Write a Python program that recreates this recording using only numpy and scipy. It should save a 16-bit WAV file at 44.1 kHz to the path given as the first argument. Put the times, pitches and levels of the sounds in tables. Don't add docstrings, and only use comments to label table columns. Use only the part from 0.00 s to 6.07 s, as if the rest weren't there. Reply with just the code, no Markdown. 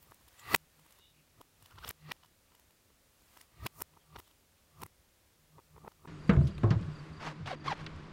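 import sys
import numpy as np
from scipy import signal
from scipy.fft import rfft, irfft
from scipy.io import wavfile
from scipy.ndimage import uniform_filter1d

SR = 44100
rng = np.random.default_rng(int(sys.argv[2]) if len(sys.argv) > 2 else 0)


def elevation(decibels):
    levels = np.asarray(decibels, float)
    return 10 ** (levels / 20)


def to_wav(sig):
    pcm = np.clip(np.atleast_2d(sig), -1, 1) * 32767
    pcm = np.round(pcm).astype(np.int16)
    wavfile.write(sys.argv[1], SR, pcm.T)


N = 267863


def band(x, lo_hz, hi_hz):
    return signal.sosfilt(signal.butter(3, [lo_hz, min(hi_hz, .45 * SR)], "band", fs=SR, output="sos"), x)


def unit(x):
    return x / np.sqrt(np.mean(x ** 2))


def loudest(x):
    return x / np.sqrt(uniform_filter1d(x ** 2, size=130).max())


def noise(lo_hz, hi_hz):
    return unit(band(rng.standard_normal(N), lo_hz, hi_hz))


def hiss():
    # frequency in Hz, spectral density in dB per Hz.
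    density = [(15, -42), (25, -6.5), (80, -4.5), (120, -19.5), (153, -12), (396, -15.5), (441, -17.5),
               (533, -14), (594, -17), (758, -19), (16200, -26.5)]
    hz, db = np.transpose(density)
    bins = np.arange(1, N // 2 + 2) * SR / N
    gain = elevation(np.interp(np.log(bins), np.log(hz), db))
    return elevation(-68.5) * unit(irfft(rfft(rng.standard_normal(N)) * gain, N))


def chirps():
    # length in s, centre in Hz, bandwidth in Hz, level in dB.
    squeaks = [(0.064, 3660, 350, -67.5), (0.056, 2920, 180, -71.5), (.05, 2560, 600, -74),
               (0.016, 7400, 1100, -62), (0.017, 15000, 3100, -63), (0.022, 3200, 260, -77),
               (0.025, 3500, 750, -73), (0.022, 1340, 320, -64.5), (0.0087, 1300, 350, -55.5),
               (0.0078, 1410, 220, -42), (0.015, 1110, 260, -74)]
    centres_s = [1.05, 1.04, 1.18, .40, .03, 4.02, 4.265, 1.72, 1.782, 1.838, 1.81]
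    t, out = np.arange(N) / SR, 0
    for s, (length, hz, width, db) in zip(centres_s, squeaks):
        swell = np.exp(-((t - s) / length) ** 2)
        out = out + elevation(db) * swell * noise(hz - width / 2, hz + width / 2)
    return out


def rubbing():
    # loudest moment in s, swell in s, fade in s, dull scrape in dB, bright hiss in dB.
    slides = [
        (0.022, 0.08, 0.27, -71, -69.5),
        (.418, 0.13, .05, -63.5, -63),
        (0.948, 0.3, 0.053, -65, -66),
        (1.65, 0.08, 0.074, -66, -66),
        (1.901, 0.045, 0.0069, -44.5, -52),
        (2.58, 0.21, 0.16, -76, -77),
        (3.4, 0.17, 0.052, -62.5, -61),
        (4.22, .02, 0.14, -75, -69),
        (4.57, 0.036, .04, -73, -88),
    ]
    grain_size = elevation(0.85 * np.repeat(rng.exponential(size=N // 40 + 1), 40)[:N])
    grains = rng.standard_normal(N) * grain_size
    dull, bright = unit(band(grains, 460, 3500)), unit(band(grains, 3000, 17000))
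    t, out = np.arange(N) / SR, 0
    for s, swell, fade, dull_db, bright_db in slides:
        rise = np.exp(np.minimum(t - s, 0) / swell)
        fall = np.exp(-((t - s) / fade) ** 2)
        stroke = np.where(t < s, rise, fall)
        out = out + stroke * (elevation(dull_db - 5) * dull + elevation(bright_db - 5) * bright)
    return out


def thuds(column, t60, build_s, floor_db):
    # time in s, rumble in dB, boom in dB.
    landings = [(.02, -65, -60), (.13, -65, -69), (.28, -64, -76), (.555, -42.5, -62), (.66, -84.5, -63.5),
                (.85, -82, -63.5), (1.24, -77, -66), (1.42, -61, -71), (1.66, -62.5, -83.5),
                (1.78, -54.5, -85), (1.851, -47.5, -82), (1.912, -48.5, -80), (2.12, -52.5, -47),
                (2.28, -76, -74), (2.7, -68, -88.5), (3.677, -40.5, -53.5), (3.82, -56.5, -62),
                (3.97, -70, -66.5), (4.17, -65, -57), (4.21, -52.5, -78.5), (4.62, -70, -83),
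                (4.83, -53.5, -59.5), (4.87, -51, -55.5), (5.47, -73, -70), (5.6, -62.5, -57.5),
                (5.79, -55.5, -58), (5.88, -53, -55.5), (6.07, -62.5, -64)]
    t = np.arange(SR // 2) / SR
    shape = (1000. ** (-t / t60) * (1 - np.exp(-(t / build_s) ** 2))) ** 2
    power = np.full(N + 2 * len(t), elevation(2 * floor_db))
    for row in landings:
        end = int(row[0] * SR) + len(t)
        power[end - len(t):end] += elevation(2 * row[column]) * shape[::-1] / shape.max()
    return np.sqrt(power[len(t):len(t) + N])


def lows():
    boom_hz = 153.3
    wander = np.cumsum(uniform_filter1d(rng.standard_normal(N), size=4000)) * 0.0051
    boom = np.sqrt(2) * np.sin(2 * np.pi * boom_hz * np.arange(N) / SR + wander)
    table_gain = thuds(column=1, t60=.25, build_s=.016, floor_db=-76.5)
    air_gain = thuds(column=2, t60=.23, build_s=.04, floor_db=-86)
    return elevation(-2.5) * table_gain * noise(50, 120) + elevation(-3.5) * air_gain * boom


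def hollow():
    # frequency in Hz, bandwidth in Hz, level in dB, t60 in s.
    cavity = [(1187, 140, -50.5, 0.25), (1940, 180, -54, .3), (2740, 160, -54, .25)]
    t, response = np.arange(SR // 2) / SR, 0
    for hz, width, db, t60 in cavity:
        wave = unit(band(rng.standard_normal(len(t)), hz - width / 2, hz + width / 2))
        response = response + elevation(db) * wave * 1000. ** (-t / t60) * (1 - np.exp(-t / .008))
    return response


def room():
    # delay in s, level in dB.
    echoes = [(.0142, -19), (.029, -27)]
    # low edge of the band in Hz, level in dB, t60 in s.
    tail = [(150, -6, 0.22), (700, -9.5, .3), (1480, -9, .3), (2640, -6.5, 0.36), (4500, -10, 0.26),
            (7976, -11, 0.29), (11900, -4.5, .22)]
    t = np.arange(SR // 2) / SR
    early = sum(elevation(db) * (t >= s) * np.exp(-np.abs(t - s) / 0.0015) for s, db in echoes)
    flat = early * rng.standard_normal(len(t)) / np.sqrt(0.00064 * SR)
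    response = band(flat, 3500, 18000) + .55 * band(flat, 200, 3500)
    edges = [row[0] for row in tail] + [18000]
    for (lo, db, t60), hi in zip(tail, edges[1:]):
        share = np.sqrt((hi - lo) / (SR / 2))
        wash = unit(band(rng.standard_normal(len(t)), lo, hi)) * share
        response += elevation(db - 33) * wash * 1000. ** (-t / t60) * (1 - np.exp(-(t / 0.01) ** 2))
    return response


def ring(modes, rise_s, t, grit, chance):
    contact_s, rattle_level = 0.0042, .6
    hz, db, t60 = np.transpose(modes)[:, :, None]
    detune, weight = chance[:len(modes), None], chance[6:6 + len(modes), None]
    tones = np.sin(2 * np.pi * hz * (1 + .015 * detune) * t)
    waves = elevation(db + 1.2 * weight) * tones * 1000. ** (-t / t60)
    ringing = loudest(waves.sum(axis=0) * (1 - np.exp(-t / rise_s)))
    rattle = loudest(band(grit * np.exp(-t / contact_s), hz.min(), hz.max()))
    return loudest(ringing + rattle_level * rattle)


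def blows():
    # time in s, level in dB,
    # brightness in dB per part, crack in dB, dome pitch in Hz.
    pops = [(.3974, -70, 9, -55, 2020), (.5478, -36.5, -3, -25, 1880), (.5501, -19, 0.5, -24.5, 2020),
            (.5626, -49, 2, -34, 2690), (1.4155, -51, -1, -55, 753), (1.8925, -53, -3.5, -33, 2000),
            (1.907, -61, 9.5, -49, 2000), (1.9106, -43.5, -1, -41, 1900), (2.1204, -37, 3, -44, 1927),
            (3.4147, -62, 6, -51.5, 2000), (3.665, -35, -5, -39, 1450), (3.6682, -37.5, 2.5, -38.5, 2716),
            (3.6736, -52.5, 1.5, -61.5, 2540), (4.1944, -67, 0, -51, 1970),
            (4.1999, -53.5, -7.5, -52, 2050), (4.865, -53.5, -4.5, -50.5, 2060)]
    # time in s, level in dB, brightness in dB per part, crack in dB.
    clacks = [(1.7265, -63, 1.5, -72), (1.7912, -56, 2, -72), (2.5232, -64, 0, -77),
              (3.3748, -54, 1.5, -56), (3.8091, -48, -1, -65), (3.8213, -39, -1, -29),
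              (3.9405, -66.5, 0, -78), (4.1635, -45.5, 1, -67), (4.1687, -47, -1.5, -71),
              (4.19, -54.5, 2.5, -55), (4.2029, -52, 1.5, -59), (4.8211, -49, 0.5, -46),
              (4.83, -49.5, -7, -58), (4.8358, -39, -0.5, -42)]
    knocks = [(.1225, -49.5, 5, -80), (.562, -48.5, -4.5, -80.5), (1.4125, -60, -12, -75),
              (5.767, -55, 0.5, -81.5), (2.0963, -54, -3, -77), (2.1045, -53, -4, -74),
              (3.9758, -55.5, 2, -73), (5.586, -53.5, -0.5, -78.5), (5.5934, -53, -2.5, -81),
              (5.6012, -60, 4.5, -69), (5.783, -52.5, -2, -70.5), (5.8522, -49.5, -5, -70.5),
              (5.866, -55, -5, -73), (5.8812, -41, 0, -64), (6.058, -48.5, -2, -70)]
    scrapes = [(.2878, -68, 4, -62), (.99, -65, -1, -61), (1.662, -63, 4, -55.5), (1.7125, -58, -1, -66),
               (1.7874, -49.5, -1, -71), (1.8405, -54, 1, -71), (1.8493, -43.5, 1, -71),
               (1.8769, -60, 5, -70), (1.8813, -47.5, 2.5, -45), (2.1673, -69.5, 0, -75),
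               (2.2371, -60.5, 1.5, -79), (2.25, -62, -1.5, -71), (2.2622, -69.5, 3.5, -68.5),
               (4.2794, -66.5, 2, -64), (4.3143, -72, 5, -75), (5.9215, -62, -1, -67)]
    taps = [(.03, -67.5, 1.5, -59), (.076, -70, -8, -66), (.113, -76, -2, -59), (.1457, -81.5, 2, -55.5),
            (.2147, -68, -2, -66), (.2834, -63.5, -1.5, -56.5), (.3303, -70, 1, -63),
            (.7976, -65, -0.5, -62.5), (.8658, -61.5, -1.5, -62.5), (.9095, -68, 3, -60),
            (.926, -79.5, 9.5, -56.5), (.9987, -63.5, 0, -78), (1.627, -64.5, 2.5, -56.5),
            (1.7608, -63, -1, -66), (1.8621, -61.5, -13, -66), (2.5532, -63, 1.5, -60),
            (2.5988, -65, 0, -60), (2.7098, -68, 1, -64.5), (2.906, -66, -2, -77.5), (3.222, -70, -4, -66),
            (3.341, -68, 0, -70), (4.308, -68.5, -1, -72)]
    dome_hz = 1981
    # blows, balance over table, frame, dome and rim in dB, frame pitch ratio.
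    kinds = ((pops, (-7, -1, 0, -4.5), 1),
             (clacks, (-5.5, 0.5, -7.5, -7), 1),
             (knocks, (-2.5, 0, -15, -24.5), .94),
             (scrapes, (-12.5, 1.5, -9.5, -1), 1),
             (taps, (-3, -1, -5.5, -4), 1))
    out = []
    for rows, balance, held in kinds:
        for s, db, tip, crack, *hz in rows:
            levels = db + np.array(balance) + tip * (np.arange(4) - 1)
            pitch = (*hz, dome_hz)[0] / dome_hz
            out.append((s, held, pitch, *levels, crack))
    return out


def hits():
    # frequency in Hz, level in dB, t60 in s.
    table_top = [(219.2, -1, 0.031), (317.8, -1.5, 0.015), (410, 0, 0.021), (473, -6, .025)]
    frame = [(778, -5.5, 0.024), (1001.6, 6, 0.014), (1130, 0.5, 0.013), (1312, -10, 0.02)]
    dome = [(1657, -5, .014), (1969, -2, 0.014), (2440, -9, 0.015)]
    rim = [(2966, -2, 0.016), (3250, 0, 0.0092), (3750, -4.5, 0.014), (4410, -11.5, 0.014),
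           (5250, -4, 0.0067)]
    # rise time of table, frame, dome and rim in s; the rim takes up the push fastest.
    rises_s = [0.0013, 0.001725, .0012, 0.00055]
    crack_s, tick = 0.0024, 5
    t = np.arange(2600) / SR
    rows = blows()
    near, spread = np.zeros((2, N + len(t)))
    grit = rng.standard_normal((len(rows), len(t)))
    chance = rng.standard_normal((len(rows), 48))
    grit[:, 0] += tick
    edges = [(0.8 * m[0][0], 0.96 * m[-1][0]) for m in (table_top, frame, dome, rim)]
    edges.append((5800, 16200))
    clicks = np.array([loudest(band(1. * (t == 0), *e)) for e in edges])
    for (s, held, pitch, *db), g, c in zip(rows, grit, chance):
        struck = (table_top, np.array(frame) * (held, 1, 1), np.array(dome) * (pitch, 1, 1), rim)
        parts = [ring(m, rise, t, g, c[12 * k:]) for k, (m, rise) in enumerate(zip(struck, rises_s))]
        crack = np.diff(g, prepend=0) * np.exp(-t / crack_s)
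        parts.append(loudest(band(crack, *edges[-1])))
        at = int(np.clip(N - s * SR, 0, N))
        near[at:at + len(t)] += elevation(np.array(db)) @ np.array(parts)
        spread[at:at + len(t)] += elevation(np.array(db)) @ clicks
    return near[:N], spread[:N]


def scene():
    near, spread = hits()
    reverberant = signal.fftconvolve(0.12 * near + spread, room() + hollow())[:N]
    backwards = (near + reverberant)[::-1]
    return (backwards + lows() + rubbing() + chirps() + hiss())[None]


def roll_off(x):
    return signal.sosfilt(signal.butter(12, 16330, fs=SR, output="sos"), x)


def record(dry):
    low_pass = signal.ellip(10, .1, 55, 15880, fs=SR, output="sos")
    top = signal.sosfiltfilt(low_pass, dry)
    return roll_off(top)


dry = scene()
out = record(dry)
to_wav(out)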